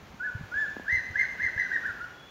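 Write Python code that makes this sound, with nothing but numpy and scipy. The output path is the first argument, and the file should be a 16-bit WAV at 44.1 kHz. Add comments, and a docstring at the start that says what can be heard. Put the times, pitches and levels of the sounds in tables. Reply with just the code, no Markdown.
"""In a forest, a bird of prey on a high branch whistles nine arched notes that come faster,
then sink and fade. Each starts in a low register, cracks up into a clear arch and drops back.
Throat and bill filter its overtones; trunks and leaves scatter it into echoes and reverberation.
Under it lie forest hush, soft handling bumps, two close ticks and, at the end, a thin far whistle."""
import sys
import numpy as np
from scipy import signal
from scipy.fft import rfft, irfft
from scipy.io import wavfile
from scipy.ndimage import uniform_filter1d

SR = 44100
rng = np.random.default_rng(int(sys.argv[2]) if len(sys.argv) > 2 else 0)


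def master_out(mix):
    """Clip the mix to full scale and print it as 16-bit PCM to the path in sys.argv[1]."""
    frames = np.transpose(np.atleast_2d(mix))
    ceiling = np.clip(frames, -1, 1)
    pcm = np.round(ceiling * 32767).astype(np.int16)
    wavfile.write(sys.argv[1], SR, pcm)


N = 101429


def undb(db):
    """Amplitude ratio of a level in decibels."""
    return 10 ** (np.asarray(db) / 20)


def unit(x):
    """Normalisation to an rms of 1."""
    return x / np.sqrt(np.mean(x ** 2))


def gain_at(hz, points):
    """Magnitude response, interpolated in log frequency from (frequency [Hz], gain [dB]) points."""
    f, db = np.array(points).T
    return undb(np.interp(np.log(np.maximum(hz, 1)), np.log(f), db))


def colour(x, points):
    """Linear filtering: the spectrum is multiplied by a magnitude response."""
    return irfft(rfft(x) * gain_at(np.fft.rfftfreq(N, 1 / SR), points), N)


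def noise(spectrum):
    """Spectral shaping of white noise, at an rms of 1."""
    return unit(colour(rng.standard_normal(N), spectrum))


def walk(count):
    """Random modulation: about count smoothed steps over the scene, at an rms of 1."""
    hold = N // count
    steps = np.repeat(rng.standard_normal(N // hold + 1), hold)
    return unit(uniform_filter1d(uniform_filter1d(steps, hold), hold)[:N])


def hush(t):
    """Steady background hush, slightly louder while the bird calls, with high interaural coherence."""
    # spectrum of the hush (frequency [Hz], relative density [dB])
    spectrum = [(25, -23), (50, -2.5), (85, -0.5), (130, -3.5), (200, -2.5), (280, -5.5), (500, -7),
                (1000, -8), (2500, -13.5), (4000, -20.5), (5200, -23.5), (6800, -25), (7400, -30.5),
                (7900, -40), (10500, -38), (13000, -34.5), (15500, -35.5)]
    # stereo width (frequency [Hz], side re mid [dB])
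    width = [(40, -17), (80, -23), (150, -15.5), (500, -11), (1200, -13.5), (1900, -29), (3400, -16),
             (4200, -32), (5000, -37.5), (7600, -43), (8300, -6.5), (15000, -2.5)]
    # slow course of the hush (time [s], level [dB])
    course = [(0, -51.5), (.45, -50.5), (.9, -50), (1.25, -49), (1.9, -48.5), (2.1, -50.5), (2.3, -52)]
    mid, side = noise(spectrum), noise(spectrum)
    level_db = np.interp(t, *np.array(course).T) + 0.55 * walk(count=12)
    return undb(level_db) * (mid + colour(side, width) * np.array([[1], [-1]]))


def handling_bumps(t):
    """Handling shakes the microphone: heavily damped oscillations over an uneven rumble."""
    # soft thuds (time [s], frequency [Hz], peak level [dB])
    thuds = [(0.03, 86, -42), (0.108, 75, -45.5), (0.145, 203, -41.5), (0.355, 105, -26), (.399, 125, -37),
             (0.4128, 150, -29.5), (0.438, 100, -34), (0.56, 80, -40.5), (0.93, 95, -34), (0.943, 85, -33),
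             (.978, 90, -38), (1.107, 96, -36.5), (1.163, 75, -40), (1.425, 90, -41.5), (1.451, 90, -37),
             (1.567, 85, -34.5), (1.895, 85, -40.5)]
    rise_cycles, decay_cycles = 0.45, 0.85
    rumble_db, swell_db = -69, 2
    rumble = noise([(25, -25), (75, 0), (300, -35), (2000, -90)])
    out = undb(rumble_db) * unit(rumble * undb(swell_db * walk(count=32)))
    for peak_s, hz, db in thuds:
        cycles = (t - peak_s) * hz
        rise = np.exp(-(np.minimum(cycles, 0) / rise_cycles) ** 2)
        decay = np.exp(-np.maximum(cycles, 0) / decay_cycles)
        out += undb(db) * rise * decay * np.cos(2 * np.pi * cycles)
    return out


def whistle(t, start, up, down, end, low_hz, crest_hz, flatness,
            db, low_db, overtone_db, glint_db, crack_db, rough):
    """Source and filter: a voice jumps between two registers; throat and bill shape its harmonics."""
    # overtone response of throat and bill (frequency [Hz], gain [dB])
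    throat = [(2900, -29.5), (3500, -30.5), (4150, -32.5), (5100, -46.5), (6120, -31), (7000, -38),
              (7700, -55), (8300, -59), (8900, -43.5), (10500, -60), (12300, -43), (13300, -57),
              (15000, -54)]
    # air that rushes with the note (frequency [Hz], relative density [dB])
    air_spectrum = [(500, -12), (1500, -3), (2600, 5), (3800, -6.5), (4400, -5), (5100, 3.5), (6500, -24),
                    (7500, -13.5), (8200, -27), (13000, -18), (16000, -26)]
    register_jump, droop = 1.065, 0.925  # frequency ratios
    crack_s, hold_s, accent_s, attack_s, release_s = 0.0033, 0.004, 0.0067, 0.013, 0.02
    pitch_waver, flank_waver, waver_db = 0.0036, 0.016, 3.5  # at a roughness of 1
    flank_db, air_db, rasp_db, rasp_build_s = -6, -37, -8, 0.018
    glint_hz, glint_fade_db, body_fade_db, jitter_rad = 7400, 27.5, 10, 0.15

    def soften(x):
        """A moving average spreads each jump over the duration of the crack."""
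        return uniform_filter1d(x, int(crack_s * SR))

    upper = (t > up) & (t < down)
    climb = up + hold_s  # the voice catches briefly as it cracks upward
    off_crest = np.minimum(np.abs(2 * (t - climb) / (down - climb) - 1), 1) ** flatness
    arch_hz = crest_hz - max(crest_hz - low_hz * register_jump, 0) * off_crest
    lower_hz = low_hz * np.interp(t, [start, up, down, end], [droop, 1, 1, droop])
    waver = rough * (pitch_waver + flank_waver * off_crest) * walk(count=700)
    hz = soften(np.where(upper, arch_hz, lower_hz)) * (1 + waver)

    upper_db = flank_db * off_crest + crack_db * np.exp(-((t - up) / accent_s) ** 4)
    envelope = np.clip((t - start) / attack_s, 0, 1) * np.clip((end - t) / release_s, 0, 1)
    envelope *= soften(undb(db + np.where(upper, upper_db, low_db)))
    envelope *= undb(rough * waver_db * walk(count=400))

    air = undb(air_db + overtone_db) * noise(air_spectrum)
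    # after the crack, a forced note rasps in the band between its two registers
    rasp_band = [(low_hz * droop, -60), (low_hz, -5), (crest_hz, 0), (crest_hz / droop, -90)]
    rasp_build = soften(upper * np.clip((t - climb) / rasp_build_s, 0, 1))
    rasp = rough * undb(rasp_db) * rasp_build * noise(rasp_band)
    out = envelope * (air + rasp)

    on = envelope > 0
    phase = 2 * np.pi * np.cumsum(hz[on]) / SR
    jittered = phase + jitter_rad * walk(count=900)[on]  # cycle jitter smears the overtones
    glint = undb(glint_db - glint_fade_db * off_crest[on])  # top overtones speak only at the crest
    body = undb(overtone_db - body_fade_db * off_crest[on])
    tone = np.sin(phase)
    for k in range(2, 8):
        strength = glint if k * crest_hz > glint_hz else body
        tone += gain_at(k * hz[on], throat) * strength * np.sin(k * jittered)
    out[on] += envelope[on] * tone
    return out


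def bird_of_prey(t):
    """Frequency modulation in nine arches: the crests rise, then sink as the call fades."""
    # notes (start [s], crack up [s], drop back [s], end [s], low register [Hz], crest [Hz],
    # arch flatness [exponent], level [dB], low register gain [dB], lower overtone gain [dB],
    # top overtone gain [dB], crack accent [dB], roughness [factor])
    notes = [(.195, .233, 0.27, 0.31, 1525, 1712, 5.5, -30, 0.5, -14, -5, 7, 0.23),
             (.513, .541, 0.66, 0.68, 1500, 1749, 1.77, -24, -8, -1, -9, 3.5, .15),
             (.857, 0.881, .990, 1.013, 1572, 2063, 2.5, -24.5, -12.5, 2, 3.5, 10.5, 0.53),
             (1.135, 1.157, 1.240, 1.257, 1577, 2088, 2.81, -24.5, -9, 1, 1.5, 9, 1),
             (1.378, 1.400, 1.478, 1.500, 1590, 2088, 2.843, -26, -10.5, 0.5, -1, 11.5, 1),
             (1.556, 1.577, 1.625, 1.685, 1590, 2035, 2.39, -27, -13.5, 4, -1, 8.5, 1.1),
             (1.696, 1.717, 1.768, 1.790, 1570, 1890, 3.1, -26.5, -6.5, -1.5, 3, 13, 1),
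             (1.829, 1.855, 1.88, 1.920, 1510, 1784, 2.9, -26.5, -6, -3, 4.5, 10, 0.9),
             (1.995, 2.016, 2.06, 2.074, 1425, 1447, 1.2, -32.5, -2, 3.5, -15, 3, 0.54)]
    return sum(whistle(t, *note) for note in notes)


def forest(direct, t):
    """Reflection and scattering add two trunk echoes, dense returns from branches and a long tail."""
    # echoes from large trunks (delay [s], gain [dB])
    trunks = [(0.031, -12.5), (0.098, -15.5)]
    # response of trunks and branches (frequency [Hz], gain [dB])
    scatter_colour = [(1350, -3.5), (1700, -1.5), (2050, 1.5), (4000, 4.5), (6300, 3.5), (8500, 1),
                      (15000, -8.5)]
    # response of the reverberant tail (frequency [Hz], gain [dB])
    tail_colour = [(1350, -4.5), (1600, -1.5), (1900, -1), (2100, -1.5), (4000, 8.5), (6300, 5),
                   (15000, -7)]

    def response(reflections, db, build_s, t60_s):
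        """Impulse response of a diffuse field that builds up, then decays exponentially."""
        envelope = (1 - np.exp(-t / build_s)) * np.exp(-np.log(1000) * t / t60_s)
        return undb(db) * unit(reflections * envelope) / np.sqrt(N)

    branches = rng.standard_normal(N) * (rng.random(N) < 2000 / SR)  # about 2000 returns a second
    early = response(branches, db=-4.5, build_s=0.0087, t60_s=0.23)
    tail = response(rng.standard_normal(N), db=-6.5, build_s=0.047, t60_s=0.77)
    scattered = colour(direct, scatter_colour)
    diffuse = signal.fftconvolve(scattered, early)
    diffuse += signal.fftconvolve(colour(direct, tail_colour), tail)
    echoes = sum(undb(db) * np.interp(t - delay, t, scattered, left=0) for delay, db in trunks)
    return direct + echoes + diffuse[:N]


def ticks(t):
    """Two damped chirps, heard as soft ticks: the pitch plunges within a few milliseconds."""
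    # close ticks (time [s], level before the envelope [dB])
    onsets = [(0.7664, -26.5), (0.797, -27.5)]
    high_hz, low_hz = 2020, 227
    fall_s, rise_s, decay_s = 0.00066, 0.00048, 0.0038
    out = np.zeros(N)
    for start, db in onsets:
        age = np.maximum(t - start, 0)
        cycles = low_hz * age + (high_hz - low_hz) * fall_s * (1 - np.exp(-age / fall_s))
        envelope = (1 - np.exp(-age / rise_s)) * np.exp(-age / decay_s)
        out += undb(db) * envelope * np.sin(2 * np.pi * cycles)
    return out


def far_whistle(t):
    """Another bird's thin pure tone, under slight frequency modulation: it dips, then rises."""
    # course of the whistle (time [s], frequency [Hz], level [dB])
    course = [(2.10, 3380, -81), (2.152, 3370, -54), (2.191, 3300, -64.5), (2.251, 3430, -58),
              (2.30, 3440, -53.5)]
    times, hz, db = np.array(course).T
    pitch = np.interp(t, times, hz) * (1 + 0.0044 * walk(count=180))
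    envelope = undb(np.interp(t, times, db)) * (t > times[0])
    return envelope * np.sin(2 * np.pi * np.cumsum(pitch) / SR)


def scene():
    """Superposition: both birds reverberate straight ahead, with dry close noises and a stereo hush."""
    t = np.arange(N) / SR
    birds = bird_of_prey(t) + far_whistle(t)
    return forest(birds, t) + handling_bumps(t) + ticks(t) + hush(t)


def record(dry):
    """Band limiting: a steep elliptic low-pass filter removes the highest treble."""
    cutoff_hz = 15750
    return signal.sosfilt(signal.ellip(10, .2, 70, cutoff_hz, fs=SR, output="sos"), dry)


dry = scene()
out = record(dry)
master_out(out)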